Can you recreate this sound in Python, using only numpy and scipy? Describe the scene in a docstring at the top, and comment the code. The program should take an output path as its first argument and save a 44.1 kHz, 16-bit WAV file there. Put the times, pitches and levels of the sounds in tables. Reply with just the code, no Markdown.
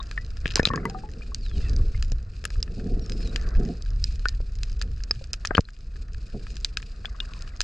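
"""A camera in a waterproof housing dips under the surface beside a weedy wharf.
From the start, water rumbles and swirls round the moving case, over the crackle of far shrimp.
In the first second bubbles plink, near shrimp and drops click on the housing, and water knocks on it.
Faint falling whistles and deep shoves of water follow. At 5.6 s the hardest knock and a loud bubble
make the camera turn itself down for about half a second. Near the end, tiny bubbles trickle."""
import sys
import numpy as np
from scipy import signal
from scipy.fft import rfft, irfft, next_fast_len
from scipy.io import wavfile
from scipy.ndimage import uniform_filter1d, minimum_filter1d, map_coordinates

SR = 44100
rng = np.random.default_rng(int(sys.argv[2]) if len(sys.argv) > 2 else 0)


def log_audio(samples):
    """Write samples as a 16-bit WAV file to the path given in sys.argv[1]."""
    # one column per channel
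    frames = np.atleast_2d(samples).T
    # limit to full scale, then quantise
    limited = np.clip(frames, -1, 1)
    pcm = np.round(limited * 32767).astype(np.int16)
    wavfile.write(sys.argv[1], SR, pcm)


N = 336875

# how strongly water flows round the case: t/s, rumble level/dB
FLOW_LEVELS = [(0, -33.5), (.5, -28.5), (.9, -35.5), (1.25, -32.5), (1.5, -27), (1.62, -23), (2.05, -23.5),
               (2.33, -34.5), (2.75, -31.5), (3.45, -25.5), (3.77, -34.5), (3.92, -25.5), (4.5, -28),
               (4.95, -25.5), (5.2, -34.5), (6.0, -32.5), (7.0, -34), (7.64, -36)]
# the surface washing overhead: t/s, peak level/dB, rise/s, fall/s
WASH_SWELLS = [(.02, -55, .1, .4), (.61, -47.5, .33, .4), (.8, -50, .2, 0.28), (1.68, -52.5, 0.19, .45),
               (3.5, -50, .9, .45), (5.51, -50, .15, .2), (7.4, -56.5, 1.3, 1.5)]
WASH_FLOOR_DB = -62.5
# how loud the far shrimp are: t/s, level/dB
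COLONY_LEVELS = [(0, -59), (1.1, -62), (1.6, -55), (2.3, -63.5), (2.55, -58), (2.85, -59.5), (3.25, -54),
                 (3.9, -58.5), (5.4, -61), (6.2, -62.5), (6.55, -57.5), (7.0, -62), (7.64, -57.5)]
# the housing's own tones: f/Hz, level/dB, t60/s (time to fade by 60 dB), left minus right/dB
HOUSING_TONES = [(473, -10.5, 0.0097, 1.5), (1298, -9.5, 0.02, 6.5), (1672, -3, 0.013, 3.5),
                 (2520, -8, 0.015, 4.5), (2886, -9, 0.0023, 10), (4080, -8, 0.0065, 4.5),
                 (4943, -3, 0.0084, -3), (5930, -8.5, 0.0017, -0.5), (6820, -12, 0.0053, 0.5),
                 (7670, -22, 0.01, 7), (9660, -11, 0.0039, 8.5), (11700, -13.5, 0.0028, 1.5),
                 (14000, -21, .004, -5)]


def amp(db):
    """Turn decibels into a number to multiply by."""
    return 10 ** (np.asarray(db) / 20)


def unit(x):
    """Scale a sound to an average strength (rms) of 1."""
    return x / np.sqrt(np.mean(x ** 2) + 1e-20)


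def along(points, hz):
    """Read between (f/Hz, value) points, with octaves evenly spaced."""
    f, values = np.transpose(points)
    return np.interp(np.log(hz + 1), np.log(f + 1), values)


def curve(points):
    """Join (t/s, value) points with straight lines."""
    return np.interp(np.arange(N) / SR, *np.transpose(points))


def swells(rows, floor_db=-120):
    """Level in dB of swells over a steady floor; rise and fall are the times taken for 20 dB."""
    t = np.arange(N) / SR
    power = amp(floor_db) ** 2
    for s, db, rise, fall in rows:
        power = power + amp(db - 20 * np.maximum((s - t) / rise, (t - s) / fall)) ** 2
    return 10 * np.log10(power)


def wobble(rate):
    """A smooth curve through `rate` random values a second."""
    return map_coordinates(rng.standard_normal(int(N * rate / SR) + 4), [np.arange(N) * rate / SR])


def filtered(x, response):
    """Scale each frequency in x by response(hz)."""
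    size = next_fast_len(N + SR // 2)
    return irfft(rfft(x, size) * response(np.fft.rfftfreq(size, 1 / SR)), size)[..., :N]


def panned(pan_db):
    """Two gains that make the left pan_db louder than the right."""
    return amp([[pan_db / 2], [-pan_db / 2]])


def add(track, s, sound):
    """Mix a sound into a stereo track at s seconds."""
    start = max(round(s * SR), 0)
    track[:, start:start + sound.shape[-1]] += sound[..., :max(N - start, 0)]


def rush(spectrum, side_db, pan_db):
    """Stereo noise shaped by (f/Hz, level/dB) points; more side_db makes it wider."""
    inside = lambda hz: (hz > spectrum[0][0]) & (hz < spectrum[-1][0])
    mid, side = filtered(rng.standard_normal((2, N)), lambda hz: amp(along(spectrum, hz)) * inside(hz))
    side = side * amp(side_db)
    return unit(np.array([mid + side, mid - side]) * panned(pan_db))


def flow_rumble(gain_db=-0.5, steadiness=0.79, sway_db=1.5, shove_top_hz=100):
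    """Water presses on the moving case and rumbles; each shove adds a deeper swell."""
    # the rumble's tone: f/Hz, level/dB
    spectrum = [(8.8, -14.5), (15, -5), (32, 4), (49, 0.5), (67, -5.5), (113, -16), (177, -31.5),
                (207, -32), (260, -48.5), (340, -40.5), (570, -120)]
    # the case shoved through the water: t/s, peak level/dB, rise/s, fall/s
    shoves = [(1.77, -17.5, 0.055, 0.22), (2.15, -17, 0.063, 0.044), (2.59, -16.5, 0.075, 0.044),
              (2.94, -19.5, 0.051, 0.093), (3.57, -13, 0.036, 0.076), (4.34, -21.5, 0.13, .1)]

    def pressure(top_hz):
        response = lambda hz: amp(along(spectrum, hz)) / np.sqrt(1 + (hz / top_hz) ** 8)
        rumble = filtered(rng.standard_normal(N), response)
        # even out chance swells, so the loudness follows the case's motion
        loudness = np.sqrt(np.abs(uniform_filter1d(unit(rumble) ** 2, size=4400)) + 1e-6)
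        return unit(rumble / loudness ** steadiness)

    drift = amp(curve(FLOW_LEVELS) + gain_db + sway_db * wobble(12)) * pressure(SR / 2)
    return drift + amp(swells(shoves)) * pressure(shove_top_hz)


def eddies(calm_db=-53.5, calm_top_hz=300, db_per_flow_db=0.079, surge_from_db=-37, lumps_db=2.5):
    """A dull, nearly steady swirl murmurs underneath; eddies are brighter, strong ones surge low."""
    # eddies rolling off the case's edges: t/s, peak level/dB, rise/s, fall/s
    eddy_swells = [(.76, -32.5, 0.25, 0.38), (1.2, -46.5, 0.49, 0.83), (1.58, -37, 0.084, 0.11),
                   (1.77, -39, 0.29, 0.26), (2.93, -32.5, .34, 0.26), (3.3, -37.5, 0.72, 0.55),
                   (3.61, -27, 0.063, 0.15), (3.7, -25.5, 0.053, 0.043), (4.87, -43, .1, 0.071),
                   (6.35, -31, 0.019, 0.076), (6.55, -52, 0.49, .4)]
    # the tones of swirl and surge: f/Hz, level/dB
    swirl_spectrum = [(59, -33), (100, -2.5), (173, -1.5), (216, -5), (316, -11), (381, -9), (451, -6.5),
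                      (545, -17.5), (677, -24), (856, -34), (950, -56), (1240, -81.5), (2090, -120)]
    surge_spectrum = [(70, -11), (140, -0.5), (230, 0.5), (320, -9.5), (450, -9.5), (560, -30.5),
                      (720, -19), (900, -51.5)]
    flow_db = curve(FLOW_LEVELS)
    bright = rush(swirl_spectrum, side_db=-17.5, pan_db=1.0)
    dull = filtered(bright, lambda hz: 1 / np.hypot(1, hz / calm_top_hz))
    calm = unit(dull) * amp(calm_db + db_per_flow_db * (flow_db - flow_db.mean()))
    eddy_db = swells(eddy_swells)
    surge_share = 1 / (1 + amp(surge_from_db - eddy_db) ** 2)
    swirl = rush(swirl_spectrum, side_db=-21.5, pan_db=0.4) * np.sqrt(1 - surge_share) * amp(-1)
    surge = rush(surge_spectrum, side_db=-37.0, pan_db=-1.8) * np.sqrt(surge_share) * amp(1)
    return amp(lumps_db * wobble(45)) * (calm + amp(eddy_db) * (swirl + surge))


def surface_wash(gain_db=-1, flutter_db=1.8):
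    """The surface washes overhead in soft swells of noise."""
    # the wash's tone: f/Hz, level/dB
    spectrum = [(500, -6.5), (700, -2), (880, -17), (1100, -6.5), (1270, -3.5), (1420, -2), (1650, -5),
                (1850, -7), (2050, -14.5), (2600, -25)]
    noise = rush(spectrum, side_db=-2.5, pan_db=2.0)
    return noise * amp(swells(WASH_SWELLS, WASH_FLOOR_DB) + gain_db + flutter_db * wobble(64))


def shrimp_sizzle(gain_db=-1.57, ebb_db=3.04, flicker_db=3.6):
    """The farthest shrimp blur into a sizzle that comes and goes."""
    # the sizzle's tone: f/Hz, level/dB
    spectrum = [(1500, -30), (2100, -10), (2500, 5), (3200, -7), (4200, 2), (5000, 3.5), (5700, -6),
                (6900, -6.5), (8000, -10), (9000, -20), (10500, -29), (15000, -57)]
    level_db = curve(COLONY_LEVELS) + gain_db + ebb_db * wobble(11) + flicker_db * wobble(90)
    return rush(spectrum, side_db=-10, pan_db=0.5) * amp(level_db)


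def housing_click(pitch_hz, focus_db, crack_db, attack_s, tail_db=-23, scatter_db=2.2, detune=0.028):
    """A click rings the housing, differently from each direction; focus_db favours tones near pitch_hz."""
    t = np.arange(SR // 25) / SR
    hz, db, t60, pan_db = np.transpose(HOUSING_TONES)[:, :, None]
    colour = lambda f: -focus_db * np.abs(np.log2(f / pitch_hz))
    colour_db = np.where(hz > 8600, -23 + 0.54 * colour(hz), colour(hz))  # top tones follow it less
    level_db = db + colour_db + scatter_db * rng.standard_normal(hz.shape)
    hz = hz * (1 + detune * rng.standard_normal(hz.shape))
    phase = 2 * np.pi * rng.random(hz.shape)
    phase = phase + 0.7 * (2 * rng.random((2, *hz.shape)) - 1)  # shifted at each microphone
    onset = 1 - np.exp(-(t / attack_s) ** 2)
    fade = onset * amp(-60 * t / t60)
    fade = fade / np.linalg.norm(fade, axis=1, keepdims=True)
    gains = amp(level_db + np.array([pan_db, -pan_db]) / 2)
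    tones = (gains * fade * np.sin(2 * np.pi * hz * t + phase)).sum(axis=1)
    # a brief crack, then a weak tail of echoes from the wharf and the surface
    noise_fade = (amp(crack_db - 60 * t / 0.0092) + amp(tail_db - 60 * t / 0.057)) * onset
    band = signal.butter(4, [1400, 6800], "bandpass", fs=SR, output="sos")
    noise = rng.standard_normal(len(t)) + rng.standard_normal((2, len(t)))
    crack = 0.19 * amp((colour(2900) + colour(5900)) / 2) * signal.sosfilt(band, noise * noise_fade)
    return unit(tones + crack) * np.sqrt(.005 / t[-1])  # as much energy as 5 ms at strength 1


def far_snaps(per_second=55, gain_db=-1, spread_db=5, max_boost_db=13, highest_hz=6500, octaves=2.74):
    """Shrimp farther off snap at random: faint, blunt clicks, mostly high, a few stronger."""
    out = np.zeros((2, N))
    colony_db = curve(COLONY_LEVELS)
    pitches = highest_hz / 2 ** (octaves * np.linspace(0, 1, 40) ** 2)
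    clicks = [housing_click(hz, focus_db=10, crack_db=-11, attack_s=.0008, tail_db=-15) for hz in pitches]
    for when, size, kind in rng.random((int(per_second * N / SR), 3)):
        boost_db = min(-spread_db * np.log(1 - size), max_boost_db)
        db = colony_db[int(when * N)] + gain_db + boost_db
        add(out, when * N / SR, amp(db) * clicks[int(kind * len(clicks))])
    return out


def bubble_ring(hz, t60, attack_s=.0005, pitch_rise=0.038, left_phase=0.95, echo_db=-7, echo_s=.005):
    """A bubble rings: a fading tone that creeps up in pitch, roughened by echoes off the surface."""
    t = np.arange(int(SR * min(t60 + .01, .3))) / SR
    phase = 2 * np.pi * np.cumsum(hz * (1 + pitch_rise * np.minimum(t / t60, 1))) / SR
    fade = (1 - np.exp(-(t / attack_s) ** 2)) * amp(-60 * t / t60)
    ring = fade * np.sin(phase + np.array([[left_phase], [0]]))
    lags = ((.5 + rng.random(3) / 2) * echo_s * SR).astype(int)
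    echoes = sum(np.pad(ring, ((0, 0), (lag, 0)))[:, :len(t)] for lag in lags) / len(lags)
    # the surface turns the echoes upside down; they colour the ring but add no energy
    heard = unit(ring - amp(echo_db) * echoes) * np.std(ring)
    sides = [(tone_hz, pan_db) for tone_hz, _, _, pan_db in HOUSING_TONES]
    return heard * panned(float(along(sides, hz)))


def near_bubbles(gain_db=-1):
    """Single bubbles plink close to the case."""
    # ringing bubbles: t/s, level/dB, f/Hz, t60/s
    plinks = [(0.001, -26.5, 1080, 0.031), (0.0035, -27, 3690, 0.021), (0.1782, -11.5, 1784, 0.017),
              (0.179, -33.5, 1935, 0.11), (0.576, -18.5, 1025, 0.02), (0.5961, -8, 1726, 0.026),
              (0.631, -26, 2470, 0.04), (0.6535, 6.5, 3850, 0.0056), (0.654, -21.5, 1324, 0.03),
              (0.703, -18.5, 1097, 0.05), (0.712, -26, 1800, 0.051), (0.7381, -19, 1090, 0.051),
              (0.737, -34, 1680, 0.026), (0.747, -24.5, 1610, 0.041), (0.7748, -25.5, 1126, 0.047),
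              (0.777, -21, 1730, 0.021), (0.8533, -25, 920, 0.066), (0.8538, -14, 1170, 0.015),
              (0.8545, -22, 1995, 0.037), (0.898, -37, 780, 0.15), (0.9466, -30, 1213, 0.052),
              (0.947, -29.5, 755, 0.17), (1.0357, -33.5, 842, 0.11), (1.2194, -33.5, 2450, 0.038),
              (1.319, -34, 1120, 0.022), (1.948, -35, 2120, 0.035), (4.2563, -7.5, 1473, 0.019),
              (4.259, -34.5, 1785, 0.14), (4.403, -28, 424, 0.02), (5.11, -3, 4970, 0.015),
              (5.212, -35, 528, 0.052), (5.508, -11, 1540, 0.016), (5.508, -38, 1770, 0.06),
              (5.513, -14, 710, 0.013), (5.5511, -5, 3040, 0.0091), (5.5634, -27, 4460, 0.039),
              (5.5801, 12.5, 1270, 0.0075), (5.652, -28.5, 4160, 0.014), (7.048, -26.5, 800, 0.011),
              (7.0553, -18, 3420, 0.014), (7.2026, -10, 3530, 0.0074), (7.2042, -31, 2830, 0.044)]
    out = np.zeros((2, N))
    for s, db, hz, t60 in plinks:
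        add(out, s, amp(db + gain_db) * bubble_ring(hz, t60))
    return out


def near_snaps():
    """Near shrimp and drops click sharply on the housing."""
    # clicks: t/s, level/dB, f/Hz, fall to either side of f/(dB per octave)
    snaps = [(0.1127, -35.5, 1670, 3.5), (0.1771, -26.5, 1500, 23), (0.3702, -43.5, 5000, 2),
             (.4573, -23, 2050, 25), (0.4611, -33, 2020, 16), (.469, -35, 3070, 25),
             (0.4785, -33.5, 3070, 14), (0.505, -36, 3100, 26), (0.5567, -15.5, 5740, 9.5),
             (.567, -28, 2600, -6), (0.5709, -30, 4000, -4.5), (0.5939, -28, 1500, 3),
             (0.6533, -23, 3800, 9), (.6647, -34, 5470, 11), (0.6726, -25.5, 3160, 20),
             (0.7357, -31, 1420, 18), (.759, -30.5, 4000, -3), (.854, -34.5, 1500, 7),
             (.8545, -44.5, 10200, 35.5), (.8982, -38, 5160, 7), (1.3464, -28.5, 5600, 14),
             (1.696, -39.5, 5700, 14), (1.764, -37.5, 5630, 18), (2.0256, -31.5, 5170, 2.5),
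             (2.119, -36.5, 5950, 7), (2.4407, -37, 5000, -2), (2.4527, -25.5, 1800, 4.5),
             (2.453, -33, 9900, 41.5), (2.504, -40, 4000, -1.5), (2.6277, -24, 5230, 20.5),
             (3.0968, -36.5, 5300, 9), (3.1204, -36.5, 4400, 13), (3.3604, -24.5, 2830, 12),
             (3.823, -41.5, 5280, 37), (4.0411, -21, 4815, 18), (4.2556, -27, 1730, 14),
             (4.2855, -25.5, 4900, 22), (4.2914, -36, 6000, 5), (4.633, -31, 5230, 7.5),
             (4.8149, -29, 4700, 1.5), (4.8226, -33.5, 6000, 13), (5.037, -35.5, 5500, 10),
             (5.11, -28, 1500, 6.5), (5.241, -42.5, 6000, 6), (5.3324, -25, 6000, 13),
             (5.3386, -31.5, 5500, 1.5), (5.45, -24.5, 1810, 9), (5.455, -28.5, 6700, 7),
             (5.4722, -27.5, 5800, 13), (5.508, -26.5, 1350, 36), (5.5502, -23.5, 2040, 18),
             (5.5715, -30.5, 5050, -4), (5.5807, -14, 1400, 17.5), (5.607, -30.5, 5100, 11.5),
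             (5.6877, -36.5, 1460, 9), (6.146, -45, 2300, 4), (6.468, -41.5, 1600, 7),
             (6.568, -39, 4500, 4.5), (6.647, -20, 4870, 13.5), (6.7714, -22.5, 2540, 6.5),
             (6.8273, -41, 2240, 16), (7.0477, -36, 1500, 15), (7.0554, -34, 2200, 14.5),
             (7.2032, -32.5, 2930, 10.5), (7.336, -41, 3160, 20), (7.4222, -40, 6500, 4.5),
             (7.6054, -20.5, 4970, 4), (7.6144, -24, 5500, 10)]
    out = np.zeros((2, N))
    for s, db, hz, focus_db in snaps:
        add(out, s, amp(db) * housing_click(hz, focus_db, crack_db=-13.5, attack_s=0.00024, tail_db=-19.5))
    return out


def gurgle(count=90, centre_hz=1600, octaves=0.59, cycles=36, over_wash_db=8, spread_db=5):
    """Small bubbles crowd the moments when the surface splashes."""
    out = np.zeros((2, N))
    wash_db = swells(WASH_SWELLS, WASH_FLOOR_DB)
    running_chance = np.cumsum(amp(wash_db) ** 3)
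    for when, pitch, size in rng.random((count, 3)):
        start = np.searchsorted(running_chance, when * running_chance[-1])
        hz = centre_hz * 2 ** (octaves * (2 * pitch - 1))
        db = wash_db[start] + over_wash_db + spread_db * (2 * size - 1)
        add(out, start / SR, amp(db) * bubble_ring(hz, cycles / hz))
    return out


def knocks(wall_hz=440, wall_t60=0.029, wall_db=-13, left_phase=.6, attack_s=0.00057):
    """Water pushes on the case and lets go more slowly; the wall gives a dull ring."""
    # soft blows of water: t/s, level/dB, push time/s
    blows = [(0.4576, -15.5, 0.00098), (0.559, -10.5, 0.00021), (0.5962, -2, 0.0007),
             (0.6304, -16, 0.00054), (0.6735, -14, 0.001), (0.7053, -16.5, 0.0023), (0.7364, -14, 0.00061),
             (0.777, -22, 0.0009), (.8535, -9, 0.0002), (2.1199, -20, 0.002), (2.4535, -31, 0.00039),
             (4.2565, -24.5, 0.00048), (5.109, -22, 0.00069), (5.509, -12, 0.00045),
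             (5.551, -15.5, 0.00061), (5.5805, 2, 0.0012), (5.5913, 5, 0.0014), (6.347, -24, 0.0014)]
    out = np.zeros((2, N))
    t = np.arange(SR // 12) / SR
    wall_tone = np.sin(2 * np.pi * wall_hz * t + np.array([[left_phase], [0]]))
    wall = amp(wall_db - 60 * t / wall_t60) * wall_tone * panned(3)
    onset = 1 - np.exp(-t / attack_s)
    for s, db, push_s in blows:
        age = t / push_s
        push = 2 * age * (2 - age) * np.exp(-age) * panned(0.5)
        add(out, s, amp(db) * (push + wall) * onset)
    return out


def spray(count=28, start_s=.46, length_s=0.26, first_db=-41, last_db=-39, spread_db=6, octaves=0.9):
    """As the case plunges, drops rattle on it."""
    out = np.zeros((2, N))
    for when, pitch, size in rng.random((count, 3)):
        db = first_db + when * (last_db - first_db) + spread_db * (2 * size - 1)
        hz = 2400 * 2 ** (octaves * pitch)
        click = housing_click(hz, focus_db=9, crack_db=-20, attack_s=0.00074)
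        add(out, start_s + when * length_s, amp(db) * click)
    return out


def whistles(sink_s=0.14, waver=0.021, gain_db=-6, flicker_db=3.0, edge_s=0.0083):
    """Thin, raspy whistles slide down in pitch, quickly at first."""
    # falling whistles: t/s, length/s, first f/Hz, f it sinks towards/Hz, level/dB
    slides = [(1.39, 0.31, 5130, 2190, -50.5), (1.418, .24, 5480, 3000, -57.5),
              (1.619, .13, 2100, 1320, -53), (3.011, 0.23, 5600, 4950, -48.5),
              (3.225, 0.094, 4280, 3300, -48.5), (3.366, 0.12, 1900, 1480, -51)]
    out = np.zeros(N)
    for s, length, first_hz, low_hz, db in slides:
        t = np.maximum(np.arange(N) / SR - s, 0)
        hz = low_hz + (first_hz - low_hz) * np.exp(-t / sink_s)
        gate = np.clip(np.minimum(t, length - t) / edge_s, 0, 1)
        phase = 2 * np.pi * np.cumsum(hz * (1 + waver * wobble(40))) / SR
        raspy_tone = wobble(170) * np.sin(phase) + wobble(170) * np.cos(phase)
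        out += gate * amp(db + gain_db + flicker_db * wobble(25)) * raspy_tone
    return out


def trickle(count=45, start_s=7.06, length_s=0.51, low_hz=950, octaves=1.12, cycles=50, spread_db=5):
    """Tiny bubbles trickle as the case meets the surface again."""
    out = np.zeros((2, N))
    for when, pitch, size in rng.random((count, 3)):
        hz = low_hz * 2 ** (octaves * pitch)
        db = -51 + spread_db * (2 * size - 0.5)
        add(out, start_s + when * length_s, amp(db) * bubble_ring(hz, cycles / hz))
    return out


def gain_control(x, ceiling_db=1.5, recover_db_per_s=19):
    """A peak over the ceiling turns the camera's volume down at once, and it creeps back."""
    peak_db = 20 * np.log10(np.abs(x).max(axis=0) + 1e-9)
    over_db = np.maximum(peak_db - ceiling_db, 0)
    recovery_db = recover_db_per_s * np.arange(N) / SR
    gain_db = recovery_db - np.maximum.accumulate(over_db + recovery_db)
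    held_db = minimum_filter1d(gain_db, size=89)  # hold, then smooth, over 2 ms
    return x * amp(uniform_filter1d(held_db, size=89))


def scene():
    """Everything that reaches the two microphones inside the housing."""
    background = flow_rumble() + eddies() + surface_wash() + shrimp_sizzle() + whistles()
    nearby = near_snaps() + spray() + near_bubbles() + knocks() + gurgle() + trickle()
    return background + nearby + far_snaps()


def record(dry):
    """The camera turns down after an overload, clips what is still too loud and cuts the top treble."""
    clipped = np.clip(gain_control(dry), -1, 1)
    return filtered(clipped, lambda hz: hz < 16300)


dry = scene()
out = record(dry)
log_audio(out)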